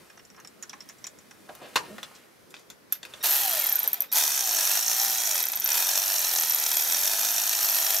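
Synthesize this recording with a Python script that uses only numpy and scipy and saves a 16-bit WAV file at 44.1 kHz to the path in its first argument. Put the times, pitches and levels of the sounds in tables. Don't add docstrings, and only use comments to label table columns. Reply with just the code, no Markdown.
import sys
import numpy as np
from scipy import signal
from scipy.io import wavfile
from scipy.ndimage import uniform_filter1d

SR = 44100
rng = np.random.default_rng(int(sys.argv[2]) if len(sys.argv) > 2 else 0)


def convert_level_to_amplitude(level_db):
    exponent = np.asarray(level_db, float) / 20
    return 10 ** exponent


def file_out(sig):
    cols = np.atleast_2d(sig).T
    lim = np.clip(cols, -1, 1)
    pcm = np.round(lim * 32767).astype(np.int16)
    wavfile.write(sys.argv[1], SR, pcm)


N = 352800
T = np.arange(N) / SR

# (start [s], spin-up [s], whirr [dB], pawl [dB], yoke [dB], mesh tone [dB], start-up [dB])
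PULLS = [
    (3.228, 0.014, -33.5, -28, -57, 6.5, -12),
    (4.117, 0.046, -34.5, -29.5, -31, -2.5, -12),
]
# (time [s], gear mesh [Hz], drive [dB], lean of load from yoke to pawl [dB])
FREE = [(3.23, 904, 1.5, -2), (3.34, 908, 0, 3.5), (3.44, 808, -2, -2), (3.54, 657, 1, 0),
        (3.63, 548.5, 1, 0), (3.75, 397, -2.5, -3), (3.85, 301.6, -2, 0), (3.99, 171.4, 3.5, 6),
        (4.095, 101.5, -1.5, 0)]
# (time [s], gear mesh [Hz], drive [dB], lean of load from yoke to pawl [dB])
LOADED = [(4.12, 938, 5.5, 3.5), (4.27, 988, -1.9, -3.5), (4.43, 795, -3, -4.5), (4.54, 679.9, -1.5, -0.5),
          (4.63, 584, 1.5, 0.5), (4.72, 650, 2, 1), (4.85, 745.6, -2.6, -5.5), (5.04, 791.7, -0.2, 0.5),
          (5.2, 751, -3, -3.5), (5.3, 660.2, -2, -3), (5.42, 475.2, 1, 2.5), (5.6, 299.5, -2, 3),
          (5.71, 487.4, 6, 9), (5.85, 589, 0.5, -0.5), (6.11, 647.7, -0.1, 0.5), (6.38, 534.5, 0, 1.5),
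          (6.55, 507.3, -0.5, 2.5), (6.82, 486, 0.3, 2.5), (7.1, 658.6, 0.65, 1.5), (7.35, 704, -0.9, -1),
          (7.5, 681.5, -1, -1), (7.66, 664.7, 0.5, 2), (7.8, 654.4, .5, 3.5), (7.96, 651.4, 1.2, 1.5),
          (8.0, 650, -3, -2)]
# (from [s], to [s])
SLOW = [
    (3.465, 4.145),
    (5.41, 5.745),
]
# (time [s], first tooth [dB], second tooth [dB])
SNAPS = [(3.4746, -14, -12), (3.4946, -13, -16), (3.5115, -15, -14), (3.533, -13, -18), (3.553, -16, -18),
         (3.572, -17, -18), (3.594, -13, -8), (3.617, -19, -10), (3.6405, -12, -13), (3.6673, -8.5, -18),
         (3.695, -8.5, -24), (3.725, -6.5, -12), (3.7561, -8, -9), (3.791, -9, -5), (3.8312, -12, -10),
         (3.8763, -5.5, -14), (3.931, -8.5, -7), (4.005, -8.5, -5.5), (4.016, -30, -60), (3.989, -43, -57),
         (4.116, -34, -40), (4.126, -11.5, -28), (4.133, -10, -20), (5.427, -11, -13), (5.454, -14, -23),
         (5.485, -15, -22), (5.519, -14, -13), (5.5553, -15, -6), (5.599, -13, -9), (5.643, -11, -2.5),
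         (5.6755, -12, -11), (5.704, -15, -11), (5.73, -12, -19)]
# (time [s], peak [dB])
RETURNS = [(3.5174, -25), (3.5588, -28), (3.5764, -28), (3.6192, -21), (3.6893, -22), (3.705, -26),
           (3.7174, -24), (3.7494, -22), (3.7684, -26), (3.7844, -26), (3.8053, -27), (3.8277, -31),
           (3.8601, -23), (3.9305, -26), (3.9414, -29), (4.005, -29), (4.0204, -28), (4.118, -28),
           (5.4123, -17), (5.438, -17), (5.468, -17.5), (5.4776, -26), (5.4992, -24), (5.5323, -22),
           (5.5464, -25), (5.5735, -19), (5.5874, -29), (5.6196, -20), (5.6344, -25), (5.6598, -16),
           (5.6895, -14), (5.7024, -18), (5.7174, -10.5), (5.7433, -18)]
# (frequency [Hz], density [dB per Hz])
WHIRR = [(88, -53), (150, -41.5), (406, -17), (475, -24), (774, -2), (980, -9), (1100, -16.5), (1230, -11),
         (1900, -9), (2150, -14.5), (2500, -8), (2920, -13), (3300, -5.5), (5150, -9), (5680, 44),
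         (7620, -9.5), (9630, -9), (11500, 7), (12900, 6), (16000, -17)]
# (mesh frequency [Hz], level [dB])
MESH_BODY = [(120, -93), (440, -69), (500, -54), (590, -49), (650, -43), (705, -49.5), (785, -38),
             (880, -56), (1000, -57)]
# (mesh frequency [Hz], level [dB])
FOURTH_BODY = [(120, -66), (170, -62), (260, -70), (330, -62), (365, -49), (425, -49), (470, -59),
               (540, -51), (600, -50), (680, -57), (790, -45), (860, -47), (910, -60), (1000, -62)]
# (frequency [Hz], level [dB], t60 [s])
PAWL = [(12500, 13, 0.0058), (12570, -4, 0.01), (13120, -1, 0.016), (13540, -5, 0.0085),
        (10970, -12, 0.0089)]
# (frequency [Hz], level [dB], t60 [s])
PAWL_RUNNING = [(12360, 0.5, 0.018), (12970, 5.5, 0.019), (13136, 8.5, 0.014), (13570, -5, 0.011),
                (12900, -20, 0.0056), (11870, -13, 0.011)]
# (frequency [Hz], level [dB], t60 [s])
YOKE = [(5630, -1.5, 0.021), (5800, 2, 0.01), (6480, -1, 0.015), (6360, -21, 0.026), (7200, -6, 0.013),
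        (8140, -5, 0.01), (8920, -2, 0.0069), (3980, -10.5, 0.01)]
# (from [s], to [s], level [dB])
CHOPS = [
    (3.201, 3.223, 13),
    (4.083, 4.11, 2.5),
]
# (order [1], level [dB])
CHOP = [(1, -60), (2, -51), (3, -54), (4, -64), (5, -72)]
# (frequency [Hz], level [dB], t60 [s])
SOCKET = [(1670, 5, 0.015), (5600, 6, 0.026), (6050, 2, 0.013), (6600, -6, 0.017), (7160, -4, 0.034),
          (8030, -2, 0.023), (3440, -15, 0.021)]
# (frequency [Hz], level [dB], t60 [s])
HOUSING = [(650, -14, 0.028), (980, 16, 0.0064), (1520, 12, 0.013), (1970, 1, 0.021), (2390, -7, 0.019),
           (2640, 1, 0.031), (3600, 12, 0.013), (4120, 4, 0.013), (4640, -1, 0.017), (5500, -3, 0.014),
           (6000, 3, 0.02), (7100, 4.5, 0.039)]
# (frequency [Hz], level [dB], t60 [s])
LATCH = [(6800, -15, 0.042), (9100, -21, 0.025), (12550, 1, 0.042), (12530, -2, 0.043), (12200, -12, .04),
         (12200, -5, 0.028)]
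# (time [s], peak [dB], dull part [dB], bright part [dB], struck spot [Hz])
TWISTS = [(0.0994, -44, -1, -24, 5600), (0.1745, -42, -3, -27, 6060), (0.193, -46.5, 0, -23, 5600),
          (0.2505, -42, -19, -25, 6940), (0.301, -40.5, -16, -26, 5600), (0.3455, -48, -3, -23, 3520),
          (0.3638, -44, -22, -24, 5600), (0.4, -41, -24, -7, 6650), (0.4474, -35, -9, -17, 5460),
          (0.4734, -32.5, -37, -20, 7000), (0.6255, -26, -18, -15, 6800), (0.634, -30.5, -23, -23, 5800),
          (0.695, -27, -31, -21, 5190), (0.7305, -37.5, 1, -35, 6000), (0.8053, -31, -13, -24, 5600),
          (0.821, -41, -22, -28, 5600), (0.889, -32.5, -20, -10, 5800), (0.896, -33, -9.5, -22, 6800),
          (0.984, -46, -24, -13, 7500), (1.021, -56, -30, -27, 6500), (1.042, -24, -20, -25, 5800),
          (1.068, -22.5, -28, -19, 7160), (1.1867, -41, -17, -19, 6640), (1.3101, -37, -8, -15, 5800),
          (0.636, -35, -17, -30, 1600), (0.699, -34, -16, -30, 3450), (0.738, -35, -12, -30, 1130),
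          (0.905, -42, -10, -25, 7100), (1.057, -40, -13, -25, 2470)]
# (time [s], peak [dB], dull part [dB], bright part [dB], struck spot [Hz])
KNOCKS = [(1.491, -36, 3, -41, 915), (1.551, -38, -7, -3, 6000), (1.618, -40, -11, -23, 900),
          (1.757, -10, -26, -19, 3890), (1.982, -29.5, -7, -21, 1850), (2.03, -20.5, -23, -19, 3560),
          (2.111, -48, 1, -21, 700), (2.152, -46, -21, -14, 5500), (2.506, -42.5, -24, -7, 7650),
          (2.541, -27, -28, -34, 2330), (2.566, -33, -31, -26, 3120), (2.701, -29, -24, -12, 6500),
          (2.924, -22.5, -22, 3, 5600), (3.03, -26.5, -21, -23, 3380), (3.051, -25.5, -30, -18, 2550),
          (3.137, -27, -15, -25, 3410), (2.703, -34.5, -22, -30, 1510), (2.954, -37, -24, -20, 2000),
          (2.594, -43, -20, -11, 6000), (1.759, -9, -19, -24, 950), (1.769, -14, -24, -28, 950),
          (2.093, -48, -13, -25, 2300), (1.7605, -6, -21, -21, 2790)]
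# (time [s], peak [dB], dull part [dB], bright part [dB], struck spot [Hz])
FITS = [
    (2.9234, -7.5, -37, -23, 12900),
    (3.2372, -24.5, 4, -14, 12700),
]
# (time [s], length [s], level [dB], centre [Hz])
BRUSHES = [(0.393, 0.014, -51.5, 1500), (1.503, 0.015, -46.5, 690), (1.644, 0.034, -49, 700),
           (1.648, 0.023, -50.5, 2940), (1.855, 0.03, -55, 3670), (1.934, 0.04, -62, 230),
           (1.763, 0.0128, -66, 190), (2.161, 0.0087, -52, 5500), (2.513, 0.0089, -59, 9000),
           (2.601, 0.023, -61, 5500), (2.945, 0.022, -53, 5000), (3.86, 0.016, -43.5, 810),
           (2.203, 0.048, -65.5, 2770), (1.621, 0.0067, -44.5, 480), (1.734, 0.011, -55, 420),
           (1.902, 0.029, -50, 450), (4.043, 0.0047, -48, 2500)]
# (time [s], effort [dB])
RUSTLE = [(0.0, -50), (0.34, -62.5), (0.86, -53), (1.32, -55.5), (1.69, -45.5), (1.82, -41.5), (1.95, -44),
          (2.17, -49.5), (2.3, -58.5), (2.7, -63), (2.93, -74), (3.1, -45), (3.22, -43)]
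# (time [s], pitch [Hz], level [dB])
CREAK = [(1.88, 204, -70), (1.905, 199.4, -45), (1.945, 216.5, -46), (1.97, 210, -64), (2.0, 200, -73)]
# (frequency [Hz], t60 [s])
BAY = [(200, 0.53), (1000, 0.23), (4000, 0.096), (14000, 0.14)]
# (frequency [Hz], density [dB per Hz])
HUM = [(15, -52), (25, -15), (120, -6), (200, 2.5), (277, -1.5), (363, 2), (863, -8), (1940, -9.5),
       (2990, -17), (5570, -17), (7710, -24), (13200, -20.5), (16000, -29)]
# (frequency [Hz], likeness [0-1])
SAME = [(30, .1), (120, 0.035), (300, 0.05), (1000, 0.026), (10000, 0.28)]

TEETH = 13
SECOND_TOOTH_S, SECOND_TOOTH_TURNS = .0005, (.19, .15)
RETURN_TURNS, RETURN_WHIRR_DB = (0.896, 0.49), (5.5, 8.5)
STALL_S = 3.89
STRIKE_S = 0.0008


def evened(x):
    return x / np.sqrt(np.mean(x ** 2) + 1e-20)


def read(points, hz):
    f, value = np.transpose(points)
    return np.interp(np.log(hz + 1), np.log(f + 1), value)


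def curve(rows, column, off=-120.):
    rows = np.array(rows)
    return np.interp(T, rows[:, 0], rows[:, column], off, off)


def band(x, lo_hz, hi_hz):
    return signal.sosfilt(signal.butter(2, [lo_hz, hi_hz], "band", fs=SR, output="sos"), x)


def bell(x, width):
    return np.exp(-.5 * (x / width) ** 2)


def rings(modes, detune, spread_db):
    hz, db, t60 = np.transpose(modes)[:, :, None]
    t = np.arange(2600) / SR
    weight, shift, phase = rng.standard_normal((3, len(modes), 1))
    decay = convert_level_to_amplitude(db + spread_db * weight - 60 * t / t60)
    h = (decay * np.sin(2 * np.pi * hz * (1 + detune * shift) * t + 3 * phase)).sum(0)
    h *= np.minimum(t / STRIKE_S, 1)
    return h / abs(h).max()


def clatter(per_s, spread_db, count=N):
    size = convert_level_to_amplitude(spread_db * np.minimum(rng.exponential(1, count), 4))
    return size * rng.choice([-1., 1.], count) * (rng.random(count) < per_s / SR)


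def struck(train, modes, count=4, detune=0.021):
    spot = rng.integers(0, count, N) == np.arange(count)[:, None]
    responses = [rings(modes, detune, 2.0) for _ in range(count)]
    return signal.oaconvolve(train * spot, responses, axes=1).sum(0)[:N]


def ratchet():
    loaded, mesh_hz, mesh, crank = shaft()
    settings = np.transpose(PULLS)[:, loaded.astype(int)]
    start, spin_up, whirr_db, pawl_db, yoke_db, tone_db, spin_up_db = settings
    drive_db, lean_db = curve(FREE + LOADED, 2, 0.), curve(FREE + LOADED, 3, 0.)
    on_db = np.where(T > start, spin_up_db * (1 - np.clip((T - start) / spin_up, 0, 1)), -120.)
    on_db = on_db - 120 * ((T > FREE[-1][0]) & ~loaded)
    slow = sum((T > a) & (T < b) for a, b in SLOW)
    wobble = 2.1 * evened(band(rng.standard_normal(N), 0.98, 51.0))
    seat_db = np.clip(rng.standard_normal((600, 5)).T, -1.6, 1.6)
    yoke_seat_db = seat_db[4, crank.astype(int)]

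    tone = mesh_tone(loaded, mesh_hz, mesh, tone_db + on_db + drive_db, wobble)
    stall_db = stalling() * ((T > STALL_S) & ~loaded)
    whirr_db = whirr_db + on_db + drive_db + 1.5 * np.log2(mesh_hz / 700)
    whirr_db = whirr_db + gear_bite(mesh_hz) + stall_db
    whirr = convert_level_to_amplitude(whirr_db) * gear_grind(mesh_hz, crank, slow, yoke_seat_db)
    pawl_db = pawl_db + lean_db + .5 * on_db - 0.5 - 72 * slow
    yoke_db = yoke_db - lean_db + on_db + drive_db + stall_db - 10.0 * slow
    steady = convert_level_to_amplitude(pawl_db) * evened(running_pawl(crank, wobble, seat_db))
    steady += convert_level_to_amplitude(yoke_db) * evened(running_yoke(crank, yoke_seat_db))
    return band(tone + whirr + steady * (on_db > -99) + single_strokes(mesh_hz), 257, 19000)


def shaft():
    loaded = T >= PULLS[1][0] - .02
    free_hz, loaded_hz = (uniform_filter1d(np.interp(T, *np.transpose(pull)[:2]), size=3000)
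                          for pull in (FREE, LOADED))
    mesh_hz = np.where(loaded, loaded_hz, free_hz)
    mesh = np.cumsum(mesh_hz) / SR
    crank = mesh / TEETH - .2 * loaded
    return loaded, mesh_hz, mesh, crank


def mesh_tone(loaded, mesh_hz, mesh, tone_db, wobble):
    braking = np.clip(-np.gradient(mesh_hz) * SR / 1000, 0, 1)
    tone_db = tone_db + 0.43 * wobble + 4 * loaded * braking
    coast_db = -140 * np.maximum(T - 3.58, 0) * ~loaded
    first_db = read(MESH_BODY, mesh_hz) + tone_db + coast_db
    fourth_db = read(FOURTH_BODY, mesh_hz) + tone_db - 4 * loaded + 0.44 * wobble
    return convert_level_to_amplitude(first_db) * np.cos(2 * np.pi * mesh) + convert_level_to_amplitude(fourth_db) * np.cos(8 * np.pi * mesh)


def stroke(crank, at, wide):
    return bell((crank - at + .5) % 1 - .5, wide)


def gear_grind(mesh_hz, crank, slow, yoke_seat_db):
    hz = np.fft.rfftfreq(4096, 1 / SR)
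    ceiling_db = read([(4500, -8.0), (14000, -7.0)], hz)
    log_gain = np.log(convert_level_to_amplitude(np.minimum(read(WHIRR, hz), ceiling_db)))
    circle = np.r_[log_gain, log_gain[-2:0:-1]]
    body = np.fft.ifft(np.exp(np.conj(signal.hilbert(circle)))).real[:2048]
    load_db = 2.07 * stroke(crank, 0.14, 0.085)
    load_db += (5.0 + 2.16 * yoke_seat_db) * stroke(crank, 0.59, 0.12)
    grains = clatter(2500 + 6 * mesh_hz, 2.9) * convert_level_to_amplitude(load_db * (1 - 1.37 * slow))
    grind = band(signal.oaconvolve(grains, body)[:N], 180, 20000)
    grind /= np.sqrt(np.mean(band(grind, 1000, 5000)[T > 4.3] ** 2))
    hiss = convert_level_to_amplitude(4.5 * np.log2(np.minimum(mesh_hz / 640, 1)) * slow)
    return grind - band(grind, 2770, 18300) * (1 - hiss)


def gear_bite(mesh_hz):
    bite = np.zeros(N)
    for s, *_ in SNAPS:
        pull = int(s > SLOW[1][0])
        turn_s = TEETH / mesh_hz[round(s * SR)]
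        back = T - s - RETURN_TURNS[pull] * turn_s
        swell = bell(back, 0.066 * turn_s) - 0.25 * bell(back, 0.26 * turn_s)
        bite += RETURN_WHIRR_DB[pull] * (s < STALL_S or pull) * swell
    for s, *_ in SNAPS[:16]:
        turn_s = TEETH / mesh_hz[round(s * SR)]
        bite += 4 * bell(T - s - 0.37 * turn_s, 0.096 * turn_s)
    return bite


def stalling():
    since = np.zeros(N)
    for s, first_db, _ in SNAPS:
        since = np.where((T >= s) & (first_db > -30), T - s, since)
    return -2 - 170 * since


def running_pawl(crank, wobble, seat_db):
    teeth = np.zeros(N)
    for k, (at, db) in enumerate([(0.026, 1.5), (0.28, -11.0), (0.56, -3.0), (0.324, -8)]):
        turns = np.floor(crank - at + 0.0095 * wobble)
        passed = np.diff(turns, prepend=turns[0]) > 0
        teeth += passed * convert_level_to_amplitude(db + 3.1 * seat_db[k, abs(turns).astype(int)])
    skid = signal.oaconvolve(teeth, np.hanning(round(0.0038 * SR)), "same") * clatter(8000, 2.6)
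    return struck(skid + 0.18 * clatter(1500, 3.6), PAWL_RUNNING, count=12, detune=0.0266)


def running_yoke(crank, yoke_seat_db):
    rattle = clatter(6000 * stroke(crank, .55, .05) + 300, 0.94) * convert_level_to_amplitude(0.7 * yoke_seat_db)
    return struck(rattle, YOKE, count=12, detune=0.022)


def single_strokes(mesh_hz):
    snaps, returns = np.zeros((2, N))
    for s, first_db, second_db in SNAPS:
        turn_s = TEETH / mesh_hz[round(s * SR)]
        second_s = s + SECOND_TOOTH_S + SECOND_TOOTH_TURNS[int(s > SLOW[1][0])] * turn_s
        snaps[round(s * SR)] = convert_level_to_amplitude(first_db + 1.5)
        snaps[round(second_s * SR)] = convert_level_to_amplitude(second_db - 6.5)
    for s, db in RETURNS:
        returns[round(s * SR)] = convert_level_to_amplitude(db - 1)
    pawl = 0.82 * struck(snaps, PAWL) + 0.076 * band(snaps, 3700, 13000)
    pawl += 0.39 * struck(np.roll(snaps, round(0.0022 * SR)), PAWL_RUNNING)
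    yoke = struck(returns + convert_level_to_amplitude(-26) * snaps, YOKE) + 0.8 * band(returns, 2500, 11000)
    return pawl + yoke


def chopper():
    whine = sum(convert_level_to_amplitude(db - 4.5) * np.sin(2 * np.pi * k * 1868 * T) for k, db in CHOP)
    return whine * sum(convert_level_to_amplitude(db) * np.clip((T - a) / 0.016, 0, 1) * (T < b) for a, b, db in CHOPS)


def hits(events, modes, dull_hz, dull_t60, chatter_s, ring_db, dull_gain_db, crack_db, pan_db):
    out, t = np.zeros((2, N + 4000)), np.arange(4000) / SR
    a, b, c, d = rng.standard_normal((len(events), 4000, 4)).transpose(2, 0, 1)
    dull = evened(band(a, *dull_hz)) * convert_level_to_amplitude(dull_gain_db - 60 * t / dull_t60) * np.clip(t / 0.0039, 0, 1)
    bright = evened(band(b, 9600, 14300)) * convert_level_to_amplitude(-2.5 - 60 * t / 0.025)
    crack = evened(band(c, 820, 6350)) * convert_level_to_amplitude(crack_db - 60 * t / (2.3 * dull_t60))
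    chatter = (t == 0) + 0.086 * d * (abs(d) > 2.1) * np.exp(-t / chatter_s)
    for k, (s, db, dull_db, bright_db, spot_hz) in enumerate(events):
        weighed = [(hz, mode_db - 8 * abs(np.log2(hz / spot_hz)), 0.59 * t60)
                   for hz, mode_db, t60 in modes]
        weighed += [(spot_hz, 2, 0.022)]
        ring = signal.fftconvolve(chatter[k], rings(weighed, .015, 2.0))[:4000]
        sound = convert_level_to_amplitude(ring_db) * ring / abs(ring).max()
        sound = sound + convert_level_to_amplitude(dull_db) * dull[k] + convert_level_to_amplitude(bright_db) * bright[k] + crack[k]
        out[:, round(s * SR):][:, :4000] += convert_level_to_amplitude(db + np.array([[pan_db], [-pan_db]]) / 2) * sound
    return out[:, :N]


def brushes():
    out = np.zeros(N)
    for s, length, db, hz in BRUSHES:
        t = np.arange(-3 * length, 3 * length, 1 / SR)
        grains = clatter(4000, 2.9, SR // 2)[:len(t)]
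        scrape = bell(t, length) * evened(band(grains, hz / 2.0, hz * 1.32))
        out[round((s + t[0]) * SR):][:len(t)] += convert_level_to_amplitude(db) * scrape
    return out


def cloth():
    grains, effort_db = clatter(3000, 0.99), curve(RUSTLE, 1, -200.)
    rub = convert_level_to_amplitude(effort_db - 10.0) * evened(band(grains, 79, 2540))
    hiss_db = -22.5 + 0.64 * effort_db - 7.0
    rub += convert_level_to_amplitude(hiss_db) * evened(band(grains[::-1], 2900, 13000))
    phase = 2 * np.pi * np.cumsum(curve(CREAK, 1, 200.)) / SR
    creak = np.sin(phase) + .2 * np.sin(2 * phase) + 0.48 * np.sin(3 * phase)
    return rub + convert_level_to_amplitude(curve(CREAK, 2)) * creak


def shifting(per_s):
    return np.cos(2 * np.pi * (per_s * T + np.arange(3)[:, None] / 3)) * np.sqrt(2 / 3)


def near_metal(x):
    taps = np.zeros((3, 400))
    at = rng.integers(16, 400, (3, 30))
    fading = rng.choice([-1., 1.], at.shape) * np.exp(-at / SR / 0.003 / 2)
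    np.put_along_axis(taps, at, fading, 1)
    taps /= np.linalg.norm(taps, axis=1)[:, None]
    bounces = signal.oaconvolve(x.mean(0)[None], taps, axes=1)[:, :N]
    side, shadow = ((shifting(per_s) * bounces).sum(0) for per_s in (2.3, -0.7))
    coloured = x + convert_level_to_amplitude(-9.5) * band(shadow, 1440, 5300)
    return coloured + convert_level_to_amplitude(-10.5) * band(side, 570, 18000) * np.array([[1.], [-1.]])


def bay(x):
    taps = np.zeros((2, SR // 2))
    at = np.arange(60, SR // 2 - 20, 20) + rng.integers(0, 20, (2, (SR // 2 - 61) // 20))
    np.put_along_axis(taps, at, rng.choice([-1., 1.], at.shape), 1)
    hz, t, z = signal.stft(taps, SR, nperseg=128)
    tail = signal.istft(z * convert_level_to_amplitude(-60 * t / read(BAY, hz)[:, None]), SR, nperseg=128)[1]
    return signal.fftconvolve(x, tail / np.linalg.norm(tail[0]), axes=1)[:, :N]


def garage():
    frames, hz = N // 256 + 5, np.fft.rfftfreq(1024, 1 / SR)
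    a, b, c, d, patches = rng.standard_normal((frames, 513, 5)).T
    patches = evened(uniform_filter1d(uniform_filter1d(patches, size=8, axis=0), size=14, axis=1))
    patch_db = read([(100, 2.3), (400, 2.1), (1500, 1.2)], hz)[:, None] * patches
    same, left = np.clip(read(SAME, hz), -1, 1)[:, None], a + 1j * b
    right = same * left + np.sqrt(1 - same ** 2) * (c + 1j * d)
    z = np.array([left, right]) * convert_level_to_amplitude(read(HUM, hz)[:, None] + patch_db)
    return convert_level_to_amplitude(-56) * evened(signal.istft(z, nperseg=1024, noverlap=768)[1][:, :N])


def scene():
    tool = (ratchet() + chopper()) * convert_level_to_amplitude(np.array([[-.9], [0.]]))
    hand = hits(TWISTS, SOCKET, dull_hz=(800, 2500), dull_t60=0.033, chatter_s=0.0082,
                ring_db=-0.91, dull_gain_db=2.7, crack_db=-21.0, pan_db=-1.6)
    hand += hits(KNOCKS, HOUSING, dull_hz=(300, 1500), dull_t60=0.047, chatter_s=0.01,
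                 ring_db=-3.0, dull_gain_db=0.54, crack_db=-19.5, pan_db=0.53)
    hand += hits(FITS, LATCH, dull_hz=(800, 4500), dull_t60=0.016, chatter_s=0.0033,
                 ring_db=-1.5, dull_gain_db=1.2, crack_db=-29.0, pan_db=-.4)
    hand += cloth() + brushes()
    bright_tool = band(tool, 1300, 19000)
    tool_echo = sum(bay(convert_level_to_amplitude(-9.0) * weight * bright_tool) for weight in shifting(0.903))
    return near_metal(tool + hand) + bay(convert_level_to_amplitude(-9.0) * hand) + tool_echo + garage()


def band_limit(x):
    return signal.sosfilt(signal.butter(12, 16960, fs=SR, output="sos"), x)


def record(dry):
    thin = signal.sosfilt(signal.butter(2, 55, "high", fs=SR, output="sos"), dry)
    dipped = signal.lfilter(*signal.iirnotch(7500, 90, SR), thin)
    edged = signal.oaconvolve(dipped, signal.firwin(767, 15780, fs=SR)[None], "same")
    return band_limit(edged)


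dry = scene()
out = record(dry)
file_out(out)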